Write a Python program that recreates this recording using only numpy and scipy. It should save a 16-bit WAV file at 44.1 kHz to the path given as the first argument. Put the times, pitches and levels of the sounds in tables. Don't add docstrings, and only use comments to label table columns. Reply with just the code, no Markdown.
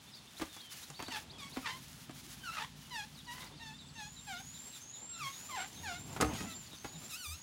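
import sys
import numpy as np
from scipy import signal
from scipy.fft import rfft, irfft
from scipy.io import wavfile
from scipy.ndimage import map_coordinates

SR = 44100
rng = np.random.default_rng(int(sys.argv[2]) if len(sys.argv) > 2 else 0)


def transcribe(u):
    v = np.clip(np.atleast_2d(u).T, -1, 1)
    q = np.round(v * 32767).astype(np.int16)
    wavfile.write(sys.argv[1], SR, q)


N = 327574
TIME = np.arange(N) / SR
EDGE_HZ = 15900

# frequency in Hz, level in dB.
SQUEAK_COLOUR = [(400, -36), (560, -32), (700, -1.5), (1000, 0.5), (1700, -0.5), (2600, -5), (3400, -6.5),
                 (4600, -12.5), (6500, -18.5), (10000, -28.5), (15000, -38)]
SQUEAK_BEND, SQUEAK_REBOUND_POWER = 1.35, 1.5
SQUEAK_ENDS_DB, SQUEAK_SWELL_POWER = -12, 2.15


def squeak(length, dip_s, dip_hz, fall, rebound, db, peak, rough_from, rough_to, bright_db,
           jitter=0.0055, rasp=0.0447, doubling=0.35):
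    t = np.arange(0, length, 1 / SR)
    hz = dip_hz * 2 ** glide(t, dip_s, fall, rebound, SQUEAK_BEND, SQUEAK_REBOUND_POWER)
    level_db = db + SQUEAK_ENDS_DB * arch(t / length, peak, SQUEAK_SWELL_POWER)
    rough = np.clip(np.linspace(rough_from, rough_to, len(t)), 0, 1)
    hz = hz * (1 + jitter * wander(len(t), 68.5) + rasp * rough * wander(len(t), 319.5))

    stagger_depth = (0.07 + 0.2 * rough) / (1 + (bright_db / 7) ** 2)
    stagger = stagger_depth * wander(len(t), 450)
    phase = 2 * np.pi * np.cumsum(hz) / SR
    alternation = doubling * rough * np.sin(phase / 2 + wander(len(t), 37.8))
    phase = phase + stagger + alternation

    partials = np.arange(1, 20)[:, None] * hz
    gains = amp(read(SQUEAK_COLOUR, partials) + bright_db * np.log2(partials / hz)) * (partials < EDGE_HZ)
    gains /= np.sqrt((gains ** 2).sum(0))
    buzz = np.zeros(len(t))
    for k, gain in enumerate(gains, start=1):
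        flicker = amp(2.8 * wander(len(t), 34.4))
        buzz += gain * flicker * np.sin(k * phase)
    puffs = rng.standard_normal(len(t)) * (1 + np.cos(phase))
    hiss = colour(puffs, SQUEAK_COLOUR, bright_db)
    hiss_share = np.clip(0.6 * rough ** 3, 0, 1)
    voice = np.sqrt(1 - hiss_share) * unit(buzz) + np.sqrt(hiss_share) * hiss
    flutter = amp(3.7 * rough * wander(len(t), 135.6))
    return amp(level_db) * voice * flutter * signal.windows.tukey(len(t), 0.08)


RUMBLE_ATTACK_S, RUMBLE_RELEASE_S = 0.17, 0.18
RUMBLE_DRIFT = 0.02486


def rumble(length, pitch_hz, db, throat):
    t = np.arange(0, length, 1 / SR)
    hz = pitch_hz * (1 + RUMBLE_DRIFT * wander(len(t), 1))
    turns = np.cumsum(hz * (1 + 0.003 * wander(len(t), 5))) / SR
    folds = np.zeros(len(t))
    for k in range(2, 26):
        delay = 0.31 * rng.random()
        folds += amp(read(throat, k * hz)) * np.cos(2 * np.pi * (k * turns + delay))
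    level = amp(db + 1.9 * wander(len(t), 5.1))
    return level * unit(folds) * held(t, length, RUMBLE_ATTACK_S, RUMBLE_RELEASE_S)


# start in seconds, length in seconds, time to the lowest pitch in seconds,
# lowest pitch in Hz, fall into it in octaves, rebound in octaves, level in dB, loudest point as a share
# of the length, roughness (0-1) at the start, roughness (0-1) at the end, brightness in dB per octave.
SQUEAKS = [ (1.102, .1, 0.051, 841, .27, 0.098, -42, 0.28, 0.46, 0.7, 3),
           (1.378, 0.12, 0.051, 1122, .22, 0, -49, 0.2, 0.37, 0.49, 4.5),
           (1.62, .16, 0.089, 1015, 0.41, .092, -45.5, .4, 0.65, 0.12, 0.5),
           (1.65, 0.084, 0.034, 876, 0.11, 0.29, -42.5, 0.29, 0.67, 0.55, 1),
           (2.428, 0.13, 0.081, 1321, 0.25, 0.2, -44.5, 0.39, 0.22, 0.29, .5),
           (2.518, 0.1, 0.11, 1197, 0.24, 0, -43.5, 0.64, 0.86, 0.66, 2),
           (2.584, 0.069, 0.038, 869, .18, 0.37, -42.5, 0.36, 0.77, 0.54, .5),
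           (2.904, 0.15, 0.12, 815, 0.34, 0.16, -42, 0.4, 0, .06, 2),
           (3.265, 0.1, 0.029, 955, 0.073, .12, -47, 0.25, 0, .15, 1),
           (3.332, .16, .048, 1006, 0, 0.021, -52.5, 0.3, 0.65, 1, 1.5),
           (3.592, .16, 0.13, 870, 0.094, .1, -49.5, 0.34, 0, .03, 1.5),
           (3.951, .14, 0.094, 828, 0.16, 0.11, -47.5, .55, 0, .05, 2.5),
           (4.266, 0.15, 0.086, 706, 0.29, 0.21, -45, 0.26, 0, 0.065, 0.5),
           (5.097, 0.11, .105, 1337, 0.07, 0.084, -55.5, .79, 0.37, 0.34, 4),
           (5.185, 0.13, 0.072, 1089, 0.39, 0.019, -41, .5, 0, 0.35, 2),
           (5.488, 0.09, .045, 1018, .31, 0.033, -44, 0.57, 0.16, .24, 0),
           (5.547, .12, 0.052, 716, .52, 0.3, -41.5, 0.18, 0.28, 0.77, -0.5),
           (5.828, 0.16, 0.097, 695.4, .46, 0.11, -42.5, 0.4, 0.05, 0.21, 0.5),
           (6.319, 0.13, .086, 630.5, 0.53, 0, -47, .5, 0.3, 0.45, 5.5),
           (6.45, 0.1, 0.09, 647, .09, 0, -52, .49, 0.07, 0.2, -1),
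           (7.097, 0.087, 0.039, 1267, .23, 0.33, -45, .45, 0.3, .15, 10),
           (7.166, 0.07, .072, 1430, 0.13, 0, -49.5, 0.54, 0, .1, 10),
           (7.207, 0.16, 0.075, 1164, 0.39, 0.3, -44.5, 0.36, 0.05, .18, 9), ]
# start in seconds, length in seconds, pitch in Hz,
# level in dB before mixing.
RUMBLES = [(1.198, 3.648, 18.9, -61), (1.25, 3.444, 14.1, -59.5)]
# frequency in Hz, level in dB.
THROATS = [
    [(38, -28), (56, -2.5), (75, -22), (112, -11.5), (131, -19), (150, 4), (170, -31), (207, -6.5),
     (226, -3), (245, -9.5), (263, -2), (300, -29), (450, -65)],
    [(42, -13), (70, -6), (99, -6), (120, -11), (141, 2.5), (162, -6), (183, -3.5), (215, -18),
     (350, -38.5)],
]


def elephants():
    high, low = np.zeros((2, N))
    for s, *shape in SQUEAKS:
        add(high, s, squeak(*shape))
    for (s, *shape), throat in zip(RUMBLES, THROATS):
        add(low, s, rumble(*shape, throat))
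    return high + amp(-8.0) * bushes(high, t60=0.15, first=0.0083) + amp(-1.0) * low


# start in seconds, crack in dB, slap in dB, thud of trapped air in dB,
# thud pitch in Hz.
FLAPS = [(.397, -41, -42, -45, 330), (.412, -52, -37, -38, 327), (0.4184, -38, -34, -32, 314),
         (0.565, -45, -48.5, -65, 297), (0.901, -41.5, -49, -52, 161), (0.992, -65, -40.5, -58, 297),
         (1, -61, -38, -47, 315), (1.024, -38, -38, -46, 290), (1.082, -43, -41, -40.5, 263),
         (1.562, -62, -44, -51, 259), (1.569, -47, -36.5, -31.5, 254), (2.094, -60, -44.5, -43.5, 306),
         (2.109, -49, -50, -66, 300), (6.163, -51, -36.5, -63, 250), (6.73, -44.5, -52, -59, 302),
         (6.845, -48, -37.5, -39, 308)]
# frequency in Hz, level in dB.
CRACK = [(1000, 3.5), (2500, 0), (4000, 2.5), (7000, 7.5), (10500, 0.5), (13000, -15), (16000, -17)]
# frequency in Hz, level in dB.
SLAP = [(100, 2), (400, -2), (800, 0.5), (1300, -2), (2200, -5.5), (4000, -12.5), (9000, -25)]


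def ears():
    flaps = np.zeros(N)
    t = np.arange(SR // 4) / SR
    swell = t / 0.0031
    for s, crack_db, slap_db, thud_db, hz in FLAPS:
        crack = amp(crack_db) * burst(CRACK, t60=0.023, rise=0.00082)
        slap = amp(slap_db) * burst(SLAP, t60=0.068, rise=0.00052)
        thud = amp(thud_db) * swell * np.exp(1 - swell) * np.sin(2 * np.pi * hz * t)
        add(flaps, s, crack + slap)
        add(flaps, s + 0.0021, thud)
    return flaps + amp(-7) * bushes(flaps, t60=0.19, first=0.0076)


# start in seconds, length in seconds, pitch in Hz, level in dB.
BUMPS = [(.88, 0.076, 148, -53.5), (2.228, 0.07, 344, -62), (3.519, 0.065, 300, -61),
         (5.182, 0.13, 133.5, -53), (5.756, 0.17, 85.4, -55), (5.981, 0.47, 99, -55),
         (6.385, 0.145, 203.6, -46), (6.93, 0.08, 163, -49.5), (7.244, 0.14, 75, -47)]


def low_bumps():
    bumps = np.zeros(N)
    for s, length, hz, db in BUMPS:
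        path_hz = np.full(int(length * SR), hz)
        add(bumps, s, amp(db) * note(path_hz, waver=0.071, rate=32, taper=0.87))
    return bumps


# start in seconds, crack in dB, clack in dB, panel in dB.
DOOR = [(6.2025, -57, -34, -33), (6.2102, -24.5, -28, -37), (6.2212, -43, -25, -57),
        (6.228, -51, -46, -26.5), (6.245, -58, -33, -39), (6.336, -45.5, -62, -65),
        (6.406, -47, -38.5, -46)]
# frequency in Hz, level in dB, t60 in seconds.
PANEL = [(69.6, -11, 0.3), (112, -14.5, 0.27), (177, -18, .3), (230, -8.5, 0.16), (302, -2, 0.14),
         (449, 1, 0.078), (757, -8, 0.15), (1257, 1.5, 0.058)]


def door():
    out, t = np.zeros(N), np.arange(SR // 2) / SR
    panel = np.zeros(len(t))
    for hz, db, t60 in PANEL:
        panel += amp(db) * np.exp(-np.log(1000) * t / t60) * np.sin(2 * np.pi * hz * t)
    for s, crack_db, clack_db, panel_db in DOOR:
        crack = amp(crack_db) * burst(CRACK, t60=0.042, rise=0.00023)
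        clack = amp(clack_db) * burst(SLAP, t60=0.056, rise=0.00054)
        add(out, s, crack + clack + amp(panel_db) * panel)
    return out + amp(-11) * bushes(out, t60=0.26, first=0.01)


# start in seconds, length in seconds, top pitch in Hz, level in dB before mixing.
WHISTLES = [(3.584, 0.38, 7730, -67), (3.938, 0.4, 7490, -57), (4.369, .41, 7590, -52.5),
            (4.803, 0.38, 7540, -50), (5.252, .42, 7520, -52), (5.723, .42, 7460, -54.5),
            (6.219, .415, 7330, -54), (6.745, .38, 7340, -55.5), (7.24, .46, 7350, -55)]
WHISTLE_TOP_AT = 0.89
WHISTLE_CLIMB_OCT, WHISTLE_DROP_OCT = 0.27, 0.15
WHISTLE_BEND = 1
WHISTLE_ENDS_DB, WHISTLE_SWELL_POWER = -4.5, 1.56
WHISTLE_TRILL, TRILL_PER_OCT = 0.0018, 0.061


def whistler():
    direct = np.zeros(N)
    for s, length, hz, db in WHISTLES:
        u = np.linspace(0, 1, int(length * SR))
        below = glide(u, WHISTLE_TOP_AT, WHISTLE_CLIMB_OCT, WHISTLE_DROP_OCT, WHISTLE_BEND, power=1.45)
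        trill = WHISTLE_TRILL + TRILL_PER_OCT * below
        tone = note(hz * 2 ** -below, waver=trill, rate=250, taper=0.038)
        level_db = db + WHISTLE_ENDS_DB * arch(u, WHISTLE_TOP_AT, WHISTLE_SWELL_POWER)
        add(direct, s, amp(level_db) * tone)
    return amp(-2.5) * direct + amp(-2.0) * bushes(direct, t60=0.29, first=0.004)


# start in seconds, last pitch in Hz, level in dB.
FLICKS = [(.135, 5450, -54), (.367, 4500, -54), (.597, 4630, -53.5), (.826, 4320, -55), (.94, 4520, -56),
          (1.062, 4790, -51.5), (1.297, 5050, -53), (1.518, 4770, -55)]
FLICK_S, FLICK_FROM_HZ = 0.02305, 3450
# start in seconds, level in dB.
PIPS = [(.068, -61.5), (.166, -61), (.27, -60.5), (.583, -57), (.688, -61), (3.52, -61.5), (3.736, -57),
        (3.852, -62)]
PIP_S, PIP_FROM_HZ, PIP_TO_HZ = 0.029, 3470, 3680
# start in seconds, length in seconds, first pitch in Hz,
# last pitch in Hz, level in dB.
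SLURS = [(.112, 0.085, 5220, 4250, -61), (0.479, 0.28, 3760, 2870, -59.5), (0.949, 0.18, 4550, 4550, -58),
         (1.333, 0.04, 3400, 3300, -58.5), (1.538, 0.028, 4610, 3590, -57), (2.4, 0.071, 3180, 2880, -62),
         (2.81, 0.067, 2990, 2860, -66)]
# first start in seconds, last start in seconds, level in dB.
TICK_RUNS = [(3.148, 3.885, -60), (6.555, 6.875, -59)]
TICK_S, TICK_FROM_HZ, TICK_TO_HZ = 0.021, 5010, 4130
TICK_GAP_S = 0.105


def small_birds():
    near = np.zeros(N)
    for s, last_hz, db in FLICKS:
        add(near, s, chirp(FLICK_S, FLICK_FROM_HZ, last_hz, db))
    for s, db in PIPS:
        add(near, s, chirp(PIP_S, PIP_FROM_HZ, PIP_TO_HZ, db))
    for s, db in repeats(TICK_RUNS, TICK_GAP_S):
        add(near, s, chirp(TICK_S, TICK_FROM_HZ, TICK_TO_HZ, db))
    for s, *slur in SLURS:
        add(near, s, chirp(*slur))
    return near + amp(-8.0) * bushes(near, t60=0.36, first=0.0024)


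# first start in seconds, last start in seconds,
# level in dB before mixing.
CHIP_RUNS = [(3.17, 3.4, -53), (3.595, 4.725, -52), (4.93, 5.32, -52), (5.755, 5.955, -53),
             (6.5, 6.71, -50.5), (6.93, 7.09, -53.5)]
CHIP_GAP_S = 0.195
CHIP_S, CHIP_FROM_HZ, CHIP_TO_HZ = 0.0499, 3950, 3547
CHIP_BUZZ = 0.0383


def chips():
    far = np.zeros(N)
    sag_hz = np.geomspace(CHIP_FROM_HZ, CHIP_TO_HZ, int(CHIP_S * SR))
    for s, db in repeats(CHIP_RUNS, CHIP_GAP_S):
        add(far, s, amp(db) * note(sag_hz, waver=CHIP_BUZZ, rate=280, taper=0.3))
    return amp(-5) * far + amp(-7.5) * bushes(far, t60=0.12, first=0.004)


# start in seconds, length in seconds, rustle in dB before mixing.
TUGS = [(0, 0.46, -70.5), (0.31, 0.42, -63.5), (0.685, 0.25, -57), (0.864, 0.39, -67.5), (1.128, 0.15, -58),
        (1.474, 0.65, -63), (2.12, 0.28, -62), (2.272, 0.17, -58), (2.4, 0.34, -63), (2.74, 0.58, -66.5),
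        (3.283, 0.26, -61), (3.623, 0.15, -78), (3.974, 0.53, -71), (4.235, .68, -64), (4.918, 0.15, -68),
        (5.166, 0.56, -61), (5.644, 0.94, -63.5), (6.286, 0.36, -62), (6.584, 0.49, -64.5),
        (6.988, 0.24, -60.5), (7.31, .25, -66.5)]
TUG_ATTACK_S, TUG_RELEASE_S = 0.037, 0.11
# frequency in Hz, level in dB.
GRASS = [(600, -10.5), (1500, 0), (3000, 0), (4200, 1), (6500, 1), (8500, -4.5), (11200, -0.5), (12200, -7),
         (16000, -4)]
STILL_GRASS_DB = -75.5


def grass(crackles_per_s=260, spread_db=6.5):
    power = amp(STILL_GRASS_DB) ** 2
    for s, length, db in TUGS:
        power = power + (amp(db) * held(TIME - s, length, TUG_ATTACK_S, TUG_RELEASE_S)) ** 2
    strength = amp(spread_db * np.minimum(rng.exponential(1, N), 4))
    snaps = (rng.random(N) < crackles_per_s / SR) * rng.choice([-1, 1], N) * strength
    blades = signal.oaconvolve(snaps, burst(CRACK, t60=0.0084, rise=0.00044))[:N]
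    hiss = colour(rng.standard_normal(N), GRASS) * amp(2.0 * wander(N, 22))
    rustle = hiss + amp(-11) * colour(blades, GRASS)
    return amp(6.0) * np.sqrt(power) * rustle


# peak time in seconds, build-up in seconds,
# dying away in seconds, low air in dB before mixing, brushing in dB before mixing.
SHIFTS = [(1.3, 0.35, 0.52, -64.5, -64.5), (3.47, .15, 0.088, -71, -64.5), (5.0, .2, 0.87, -72, -69.5),
          (6.33, 0.36, 0.18, -50.5, -55), (7.02, 0.18, 0.096, -63, -65)]
# frequency in Hz, level in dB.
LOW_AIR = [(20, -36), (38, -11), (55, -8), (75, -0.5), (130, -0.5), (250, -2.5), (400, -15.5), (900, -57)]
# frequency in Hz, level in dB.
BRUSH = [(150, -2), (350, 4), (550, -0.5), (900, 4), (1500, -10.5), (3000, -7.5), (6000, -67)]
STILL_AIR_DB, STILL_BRUSH_DB = -70, -75.5


def shifting_bodies():
    air_power, brush_power = amp(STILL_AIR_DB) ** 2, amp(STILL_BRUSH_DB) ** 2
    for s, build, decay, air_db, brush_db in SHIFTS:
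        swell = np.exp(-np.maximum((s - TIME) / build, (TIME - s) / decay))
        air_power = air_power + (amp(air_db) * swell) ** 2
        brush_power = brush_power + (amp(brush_db) * swell) ** 2
    air = colour(rng.standard_normal(N), LOW_AIR)
    brush = colour(rng.standard_normal(N), BRUSH) * amp(3.7 * wander(N, 14))
    return amp(5.5) * np.sqrt(air_power) * air + amp(4.0) * np.sqrt(brush_power) * brush


# frequency in Hz, level in dB.
FAR_BIRDS = [(300, -10), (1000, -2), (2200, -4.5), (3500, 1), (4600, -3.5), (6000, -6.5), (10000, -12.5),
             (16000, -54)]


def far_birds():
    return amp(-61.0) * colour(rng.standard_normal(N), FAR_BIRDS)


def bushes(x, t60, first, size=32768):
    t = np.arange(size) / SR
    sparse = rng.choice([-1, 1], size) * (rng.random(size) < 1 / 16)
    taps = sparse * (t > first) * np.exp(-np.log(1000) * t / t60)
    return signal.oaconvolve(x, taps / np.linalg.norm(taps))[:N]


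def note(hz, waver, rate, taper):
    phase = 2 * np.pi * np.cumsum(hz * (1 + waver * wander(len(hz), rate))) / SR
    return np.sqrt(2) * np.sin(phase) * signal.windows.tukey(len(hz), taper)


def chirp(length, first_hz, last_hz, db):
    path_hz = np.geomspace(first_hz, last_hz, int(length * SR))
    return amp(db) * note(path_hz, waver=0.0037, rate=79, taper=0.16)


def burst(points, t60, rise, size=SR // 2):
    t = np.arange(size) / SR
    noise = colour(rng.standard_normal(size), points)
    return noise * (1 - np.exp(-t / rise)) * np.exp(-np.log(1000) * t / t60)


def glide(t, turn, before, after, bend, power):
    approach = (np.sin(bend * np.maximum(1 - t / turn, 0)) / np.sin(bend)) ** 2
    departure = (np.maximum(t - turn, 0) / max(t[-1] - turn, 1e-3)) ** power
    return before * approach + after * departure


def arch(u, peak, power):
    peak = np.clip(peak, 0.05, 0.95)
    return np.maximum(1 - u / peak, (u - peak) / (1 - peak)) ** power


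def held(t, length, attack, release):
    return np.clip(np.minimum(t / attack, (length - t) / release), 0, 1)


def repeats(runs, gap):
    notes = []
    for first, last, db in runs:
        count = round((last - first) / gap) + 1
        notes += [(s, db) for s in np.linspace(first, last, count)]
    return notes


def wander(size, rate):
    knots = rng.standard_normal(int(size / SR * rate * 2) + 4)
    return map_coordinates(knots, [1 + np.arange(size) / SR * rate * 2], order=3)


def colour(x, points, tilt_db=0):
    hz = np.fft.rfftfreq(len(x), 1 / SR)
    gain = amp(read(points, hz) + tilt_db * np.log2(hz + 1))
    return unit(irfft(rfft(x) * gain, len(x)))


def read(points, hz):
    f, value = np.transpose(points)
    return np.interp(np.log(hz + 1), np.log(f), value)


def amp(db):
    return 10 ** (np.asarray(db) / 20)


def unit(x):
    return x / np.sqrt(np.mean(x ** 2) + 1e-20)


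def add(mix, s, sound):
    part = mix[max(round(s * SR), 0):][:len(sound)]
    part += sound[:len(part)]


def scene():
    herd = elephants() + ears() + low_bumps()
    birds = whistler() + small_birds() + chips()
    scrub = grass() + shifting_bodies() + far_birds()
    return (herd + door() + birds + scrub)[None]


def record(dry):
    high_pass = signal.butter(4, 48, "high", fs=SR, output="sos")
    thin = signal.sosfilt(high_pass, dry)
    low_pass = signal.firwin(511, EDGE_HZ, window=("kaiser", 9), fs=SR)
    return signal.oaconvolve(thin, low_pass[None], "same")


dry = scene()
out = record(dry)
transcribe(out)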